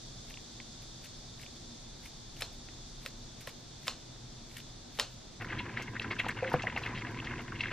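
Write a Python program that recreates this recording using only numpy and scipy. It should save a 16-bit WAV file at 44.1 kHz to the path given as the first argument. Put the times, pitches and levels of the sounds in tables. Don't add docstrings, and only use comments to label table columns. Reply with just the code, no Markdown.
import sys
import numpy as np
from scipy import signal
from scipy.fft import rfft, irfft, next_fast_len
from scipy.io import wavfile

SR = 44100
rng = np.random.default_rng(int(sys.argv[2]) if len(sys.argv) > 2 else 0)


def master(y):
    cut = np.clip(np.atleast_2d(y).T, -1, 1)
    pcm = np.round(cut * 32767)
    wavfile.write(sys.argv[1], SR, pcm.astype(np.int16))


N = 340452
HOB_START_S = 5.398

# frequency in Hz, strength in dB.
BOWL_MID = [(12, -6), (20, -1.5), (39, -0.5), (59, -8), (124, -7.5), (198, -10.5), (235, -15), (273, -12.5),
            (473, -18), (694, -19.5), (1230, -24), (2880, -28.5), (3200, -30), (4160, -23)]
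BOWL_SIDE = [(20, -29), (164, -1.5), (207, -3), (303, 0.5), (538, -6), (1520, -13.5), (3200, -19.5),
             (4160, -60)]
HOB_MID = [(12, -47), (20, 3), (63, -4), (95, 1), (114, 8.5), (140, 0), (180, -4.5), (230, 1.5), (285, -5),
           (345, -1.5), (621, -25.5), (906, -27), (990, -4), (1290, -35), (1580, -12.5), (2150, -19.5),
           (4000, -39), (5200, -60)]
HOB_SIDE = [(20, -55), (108, -10), (280, -1.5), (436, -4.5), (926, -14), (1540, -8), (1920, -20),
            (4000, -14), (5200, -71)]
# pitch in Hz, width in Hz, level in dB.
MOTOR_TONES = [(123.2, 18.3, -57.5), (234.4, 13.4, -61), (339.4, 22, -69), (695, 90, -72)]
# time in seconds, level in dB.
DEEP_HUM_LEVELS = [(0.0, -55), (0.65, -65.5), (3.2, -54), (3.9, -81), (4.25, -57), (5.7, -79), (7.72, -58)]
# frequency in Hz, strength in dB.
HISS_MID = [(1760, -65), (3000, -10), (3250, -3), (3550, 5), (3940, -2), (4490, 1.5), (4840, -1.5),
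            (6150, -2.5), (8030, -12), (9190, -24.5), (9870, -37), (11000, -68), (15000, -76)]
HISS_SIDE = [(1760, -53), (3000, -12), (3210, -31), (3600, -4.5), (4030, -9.5), (4550, -5), (6690, -6.5),
             (8990, -14.5), (11500, -18.5), (13300, -25), (15000, -96)]
# time in seconds, level in dB.
HISS_LEVELS = [(0, -54), (2.5, -56), (5.38, -58), (5.41, -62), (7.72, -61)]
# end in seconds, level in dB, length in seconds.
SLIDES = [(0.295, -63.5, 0.11), (0.821, -71.5, 0.022), (1.041, -62, 0.064), (1.414, -62.5, 0.11),
          (2.052, -62.5, 0.18), (2.408, -56, 0.14), (2.528, -69, 0.022), (3.057, -59.5, 0.15),
          (3.408, -63.5, 0.051), (3.472, -58.5, 0.029), (3.868, -57.5, 0.14), (4.569, -57.5, 0.18),
          (4.993, -55.5, 0.15)]
# frequency in Hz, strength in dB.
SLIDE_TONE = [(1300, 2), (2250, 11.5), (5000, -1), (8500, -0.5), (12000, -1.5), (14500, -6), (15600, -20)]
RATTLE_TONE = [(240, -20), (400, -7), (1510, -11.5), (2000, -18.5), (2990, -7.5), (3250, -13.5),
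               (4110, -11), (7460, -16.5), (11000, -37), (14300, -76)]
# start in seconds, level in dB, pitch in Hz.
TICKS = [(0.307, -37.5, 2180), (0.3401, -39, 2700), (0.373, -34.5, 2420), (0.601, -33, 2170),
         (1.057, -42, 2130), (1.3955, -45, 2050), (1.434, -39.5, 2240), (1.463, -38.5, 2700),
         (2.059, -43, 2110), (2.366, -44, 2770), (2.687, -39, 1760), (4.162, -50, 1690),
         (4.5133, -46, 2340), (4.567, -36, 2830), (4.6026, -36.5, 2700)]
# start in seconds, level in dB, then rattle, handles and knock in dB
# above that level, then the favoured pitches of the knock and of the blades in Hz.
SNAPS = [(2.4207, -22, -21.5, -5.5, -15.5, 604, 3520), (3.061, -27.5, -29, -4, -13.5, 610, 2780),
         (3.474, -42.5, -8, 8.5, 7, 700, 2200), (3.88, -17.5, -21, -7, -16, 910, 3800),
         (4.9971, -13.5, -22, -6, -15, 1200, 4460)]
# pitch in Hz, width in Hz (wider dies sooner), strength in dB.
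LOOP_MODES = [(550, 77, 0), (1056, 32, 2.5)]
BLADE_MODES = [(2440, 130, 2.5), (2700, 33, 4), (3150, 60, 0.5), (3740, 150, 6), (4500, 52, -5.5),
               (5160, 18, 5.5), (6350, 200, -14), (7100, 300, 2.5), (11000, 300, -1)]
HANDLE_MODES = [(1290, 170, 0), (1900, 320, 6)]
BOTTLE_MODES = [(974, 11, 16), (1120, 110, 14.5), (1630, 260, 14.5), (1950, 30, 11.5), (2130, 16, 12.5),
                (2700, 96, 14.5), (3270, 130, 15), (4020, 230, 17.5)]
# time in seconds, level of its fine crackle in dB.
SQUEEZE_LEVELS = [(5.47, -44.5), (5.58, -45), (5.63, -51.5), (5.85, -48.5), (6.32, -45.5), (6.5, -42.5),
                  (6.63, -42), (6.96, -47), (7.38, -46), (7.54, -51.5), (7.72, -42)]
# frequency in Hz, strength in dB.
CRACKLE_TONE = [(240, -41), (400, -18.5), (510, -0.5), (617, -28), (686, -6), (1250, -8.5), (2060, -7),
                (2800, -9.5), (3720, -26), (5000, -23.5), (6500, -60)]
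# time in seconds, level in dB, favoured pitch in Hz, fade in seconds.
POPS = [(5.41, -33, 1780, 0.011), (5.445, -29.5, 1630, 0.004), (5.497, -45, 2700, .012),
        (5.504, -32, 1950, 0.027), (5.53, -27, 1580, 0.0076), (5.573, -36, 1750, 0.012),
        (5.591, -27.5, 2400, 0.018), (5.662, -37.5, 1630, .008), (5.694, -35, 1570, 0.0031),
        (5.771, -22.5, 1980, 0.012), (5.814, -33.5, 2130, 0.026), (5.878, -34, 1980, 0.0087),
        (5.953, -31, 1630, 0.0035), (5.964, -28.5, 1670, 0.0072), (5.9962, -22.5, 2720, 0.00092),
        (6.017, -31, 2030, 0.018), (6.045, -29.5, 1600, 0.013), (6.109, -26.5, 2100, 0.011),
        (6.127, -27.5, 1630, 0.01), (6.165, -33, 1670, 0.0033), (6.189, -27.5, 2520, 0.0086),
        (6.1972, -20, 2250, 0.011), (6.244, -34, 1290, 0.0035), (6.256, -37, 2600, 0.0067),
        (6.2845, -27, 2450, 0.0005), (6.292, -24, 1760, 0.016), (6.389, -30.5, 1700, 0.016),
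        (6.446, -29, 1630, 0.0077), (6.474, -28.5, 2130, 0.022), (6.516, -29, 1420, 0.0075),
        (6.5385, -21, 1390, 0.0072), (6.593, -29, 2090, 0.016), (6.621, -31.5, 2600, 0.0043),
        (6.631, -40, 2720, .003), (6.6687, -18.5, 1955, 0.00075), (6.698, -32, 2080, 0.0082),
        (6.7625, -27, 2700, 0.004), (6.773, -24.5, 2040, 0.0041), (6.835, -29, 2750, 0.011),
        (6.8604, -25.5, 1950, 0.012), (6.954, -33.5, 2700, 0.037), (6.974, -30, 2130, 0.017),
        (7.019, -32.5, 2020, .004), (7.048, -30.5, 1690, 0.009), (7.068, -35, 2130, 0.004),
        (7.143, -37.5, 2220, .006), (7.172, -34, 2310, 0.0036), (7.187, -34, 2430, 0.011),
        (7.2, -30, 2600, 0.0017), (7.246, -35, 3090, 0.007), (7.27, -28, 2040, 0.013),
        (7.309, -30.5, 1740, 0.013), (7.337, -31.5, 1630, 0.0062), (7.381, -37, 2450, 0.0056),
        (7.48, -38.5, 1900, 0.0092), (7.521, -32, 1290, 0.0044), (7.558, -35, 2330, 0.012),
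        (7.593, -34, 2560, 0.017), (7.607, -21, 2430, 0.007), (7.636, -24.5, 2160, 0.011),
        (7.656, -28, 1670, 0.009), (7.67, -33, 2640, 0.0068), (7.682, -31, 1940, .005),
        (7.692, -34, 2050, 0.0025)]
# start in seconds, spit level in dB, spit pitch in Hz, flicker level in dB.
SPITS_AND_FLICKERS = [(5.417, -50, 4500, -52), (5.445, -42, 4480, -60), (5.773, -38, 4200, -63),
                      (5.821, -36.5, 5500, -49), (6.019, -35.5, 4500, -77), (6.112, -33, 4040, -78),
                      (6.149, -48, 5800, -70), (6.192, -42, 6000, -50), (6.283, -39, 6960, -46),
                      (6.302, -35, 4130, -70), (6.498, -43, 5000, -54), (6.529, -34, 4400, -41),
                      (6.621, -37.5, 5330, -73), (6.777, -36.5, 4850, -51), (6.823, -40, 4470, -66),
                      (6.858, -38.5, 4370, -58), (6.98, -39, 4470, -72), (7.109, -53, 5000, -56),
                      (7.245, -38, 4500, -68), (7.415, -56, 5000, -55), (7.609, -34, 4450, -75)]
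# start in seconds, level in dB, pitch in Hz, seconds to fade by 60 dB.
GLUGS_AND_THUD = [(5.603, -36.5, 974, 0.039), (6.109, -34, 1050, 0.038), (6.264, -27.5, 900, 0.023),
                  (6.424, -24, 521, 0.11), (6.519, -27.5, 933, 0.029), (6.54, -24, 143, 0.064),
                  (6.539, -20.5, 504, 0.056), (6.540, -19.5, 768, 0.034), (6.639, -26.5, 740, 0.052),
                  (6.763, -28.5, 890, 0.028)]


def amp(db):
    return 10 ** (np.asarray(db) / 20)


def rms_one(x):
    return x / np.sqrt(np.mean(x ** 2) + 1e-20)


def in_time(rows):
    return np.interp(np.arange(N) / SR, *np.transpose(rows))


def at_hz(tone, hz):
    frequencies, db = np.transpose(tone)
    return np.interp(np.log(hz), np.log(frequencies), db, -150, -150)


def filtered(x, order, hz, kind="band"):
    return signal.sosfilt(signal.butter(order, hz, kind, fs=SR, output="sos"), x)


def coloured(tone):
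    size = next_fast_len(N)
    hz = np.arange(size // 2 + 1) * SR / size + 1e-3
    return rms_one(irfft(rfft(rng.standard_normal(size)) * amp(at_hz(tone, hz)), size)[:N])


def drift(rate_hz):
    r = np.exp(-80 * np.pi * rate_hz / SR)
    slow = signal.lfilter([1], [1, -2 * r, r * r], rng.standard_normal(N // 40 + 2002))[2000:]
    return np.interp(np.arange(N) / 40, np.arange(len(slow)), rms_one(slow))


def ring(push, hz, t60):
    r, w = amp(-60 / (t60 * SR)), 2 * np.pi * hz / SR
    return signal.lfilter([0, np.sin(w)], [1, -2 * r * np.cos(w), r * r], push + 1e-18)


def mode(push, hz, width_hz):
    return ring(push, hz, np.log(1000) / np.pi / width_hz)


def body(contacts, modes, damping_hz, favour_hz=2000, octaves=6.7):
    sound = 0
    for k, (hz, width, db) in enumerate(modes):
        gain = amp(db - 20 * (np.log2(hz / favour_hz) / octaves) ** 2) * np.sqrt(width + damping_hz)
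        sound += gain * (-1) ** k * mode(contacts, hz, width + damping_hz)
    return sound / np.abs(sound).max()


def add(out, start, sound):
    i = round(start * SR)
    out[i:i + len(sound)] += sound[:N - i]


def wide(mid, side):
    return np.array([mid + side, mid - side])


def at_hob():
    return np.clip((np.arange(N) / SR - HOB_START_S) / .004, 0, 1)


def noise_burst(t, rise_s=.00092, fade_s=.012):
    return rng.standard_normal(len(t)) * np.exp(-t / fade_s) * (1 - np.exp(-t / rise_s))


def appliances():
    hum = sum(amp(db) * rms_one(mode(rng.standard_normal(N), hz, width))
              for hz, width, db in MOTOR_TONES)
    bowl = wide(amp(-53.5) * coloured(BOWL_MID), amp(-61) * coloured(BOWL_SIDE))
    hob = wide(amp(-43.5 + 2 * drift(8.4)) * coloured(HOB_MID), amp(-60) * coloured(HOB_SIDE))
    return hum + bowl * (1 - at_hob()) + hob * at_hob()


def deep_hum(hz=30.3):
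    return amp(in_time(DEEP_HUM_LEVELS)) * np.sqrt(2) * np.sin(2 * np.pi * hz * np.arange(N) / SR)


def outdoor_hiss():
    level_db = in_time(HISS_LEVELS) + .4 * drift(4.3)
    return wide(amp(level_db) * coloured(HISS_MID), amp(level_db - .4) * coloured(HISS_SIDE))


def blade_slides(crunch_db=11.5, crunch_s=.019, reopen_after_s=.13):
    t, stroke, parting = np.arange(N) / SR, np.zeros(N), np.zeros(N)
    for end, db, length in SLIDES:
        stroke += amp(db) * (t < end) * np.clip(1 + (t - end) / length, 0, 1) ** 3
        stroke += amp(db + crunch_db) * (t >= end) * np.exp(-np.abs(t - end) / crunch_s)
        parting += amp(db - 24) * np.exp(-((t - end - reopen_after_s) / .035) ** 2)
    rustle = rms_one(filtered(rng.standard_normal(N), 4, (12500, 14800)))
    rubbing = coloured(SLIDE_TONE) * amp(5 * np.clip(drift(220), -3, 1.2))
    return stroke * rubbing + parting * rustle * amp(4 * drift(30))


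def ticks(trail_s=.002, width_hz=950):
    t, out = np.arange(SR // 40) / SR, np.zeros(N)
    for start, db, hz in TICKS:
        contacts = .2 * rng.standard_normal(len(t)) * np.exp(-t / trail_s)
        contacts[0] = 1
        add(out, start, amp(db - 20) * body(contacts, LOOP_MODES, 60))
        narrowed = filtered(contacts, 2, (hz * .87, hz * 1.6))
        add(out, start, amp(db) * body(narrowed, [(hz, width_hz, 0)], 10))
    return out


def blade_snaps(settle_s=.004, rattle_t60=.25, ring_t60=.17):
    t, out = np.arange(SR // 4) / SR, np.zeros(N)
    rattle = coloured(RATTLE_TONE)
    blade_ring = rms_one(mode(rng.standard_normal(N), hz=4200, width_hz=90))
    for start, db, rattle_db, handles_db, knock_db, knock_hz, blade_hz in SNAPS:
        contacts = .016 * rng.standard_normal(len(t)) ** 3 * np.exp(-t / settle_s)
        contacts[0] = 1
        blades = body(contacts, BLADE_MODES, 120, blade_hz, octaves=2.1)
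        crack = amp(-1) * body(contacts, [(3480, 4000, 0)], 10)
        handles = amp(handles_db) * body(contacts, HANDLE_MODES, 9)
        knock = amp(knock_db) * body(contacts, LOOP_MODES, 11, knock_hz, octaves=1)
        i = round(start * SR)
        tail = amp(rattle_db - 60 * t / rattle_t60) * rattle[i:i + len(t)]
        tail += amp(-22 - 60 * t / ring_t60) * blade_ring[i:i + len(t)]
        add(out, start, amp(db) * (blades + crack + handles + knock + tail))
        fibres = signal.lfilter([.5], [1, -.75], rattle[i - len(t):i])
        add(out, start - .009, amp(db - 21 - 40 * t / .03) * fibres)
    return filtered(out, 4, 420, "high")


def fine_crackle(usual_per_s=1300, cycles=24):
    sizes = amp(2.26 * np.minimum(rng.exponential(1, N), 4)) * rng.choice([-1, 1], N)
    clicks = sizes * (rng.random(N) < usual_per_s * amp(8.5 * drift(22)) / SR)
    pitches, chosen = np.geomspace(450, 4600, 28), rng.integers(0, 28, N)
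    rings = sum(amp(at_hz(CRACKLE_TONE, hz)) * hz * ring(clicks * (chosen == k), hz, cycles / hz)
                for k, hz in enumerate(pitches))
    return at_hob() * amp(in_time(SQUEEZE_LEVELS)) * rms_one(filtered(rings, 3, 4500, "low"))


def fizz():
    treble = rms_one(filtered(rng.standard_normal(N), 3, (9000, 14000)))
    return at_hob() * amp(-84 + 5 * drift(12)) * treble


def bottle_pops(creak_share=.34, flip_samples=130):
    t, out = np.arange(-SR // 100, SR // 14) / SR, np.zeros(N)
    flip = np.pad(.12 * np.hanning(flip_samples), (0, SR // 14 - flip_samples))
    for time, db, hz, fade_s in POPS:
        rise_and_fall = np.exp(np.minimum(t / (creak_share * fade_s), -t / fade_s))
        contacts = .042 * rise_and_fall * rng.standard_normal(len(t)) ** 3
        contacts[t >= 0] += flip * np.sin(2 * np.pi * hz * t[t >= 0])
        wall = body(contacts, BOTTLE_MODES, 66, hz, octaves=.94)
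        burst = rng.standard_normal(len(t)) * np.exp(-np.abs(t) / .0019) * (t >= 0)
        click = amp(-19) * body(burst, [(hz * .57, 2500, 0)], 10)
        add(out, time + t[0], amp(db) * (wall + click))
    return filtered(out, 4, 7300, "low")


def spits():
    t, out = np.arange(SR // 10) / SR, np.zeros(N)
    for start, db, hz, _ in SPITS_AND_FLICKERS:
        add(out, start, amp(db) * filtered(noise_burst(t), 2, (hz / 1.22, hz * 1.22)))
    return out


def treble_flickers():
    t, out = np.arange(SR // 10) / SR, np.zeros(N)
    for start, _, _, db in SPITS_AND_FLICKERS:
        add(out, start, amp(db) * filtered(noise_burst(t) * np.exp(-t / .015), 3, (9500, 14600)))
    return out


def glugs_and_thud():
    t, out = np.arange(SR // 5) / SR, np.zeros(N)
    for start, db, hz, t60 in GLUGS_AND_THUD:
        push = .067 * rng.standard_normal(len(t)) * amp(-36 * t / t60)
        push += .03 * np.sin(2 * np.pi * hz * t) * (t < 1.5 / hz)
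        tones = ring(push, hz, t60) + .66 * ring(push, hz * 1.366, t60 * .28)
        add(out, start, amp(db) * tones / np.abs(tones).max())
    return out


def kitchen_echo(x, t60=.14):
    t = np.arange(SR // 3) / SR
    tail = rng.standard_normal((2, len(t))) * amp(-60 * t / t60) * (t > .003)
    tail = signal.lfilter([1], [1, -.5], tail)
    tail /= np.sqrt(np.sum(tail ** 2, axis=1, keepdims=True))
    return signal.fftconvolve(x[None], tail, axes=1)[:, :N]


def scene():
    scissors = blade_snaps() + ticks()
    bottle = fine_crackle() + bottle_pops() + spits()
    by_hob = bottle + fizz() + glugs_and_thud() + treble_flickers()
    near = scissors * amp([[.2], [-.2]]) + by_hob * amp([[.6], [-.6]])
    near[1, 1:] = near[1, :-1].copy()
    near += blade_slides() * amp([[1.2], [-1.2]])
    echo = amp(-23.5) * kitchen_echo(scissors + by_hob)
    return near + echo + appliances() + deep_hum() + outdoor_hiss()


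def record(dry, cutoff_hz=15600):
    return signal.sosfilt(signal.ellip(10, .3, 70, cutoff_hz, fs=SR, output="sos"), dry)


dry = scene()
out = record(dry)
master(out)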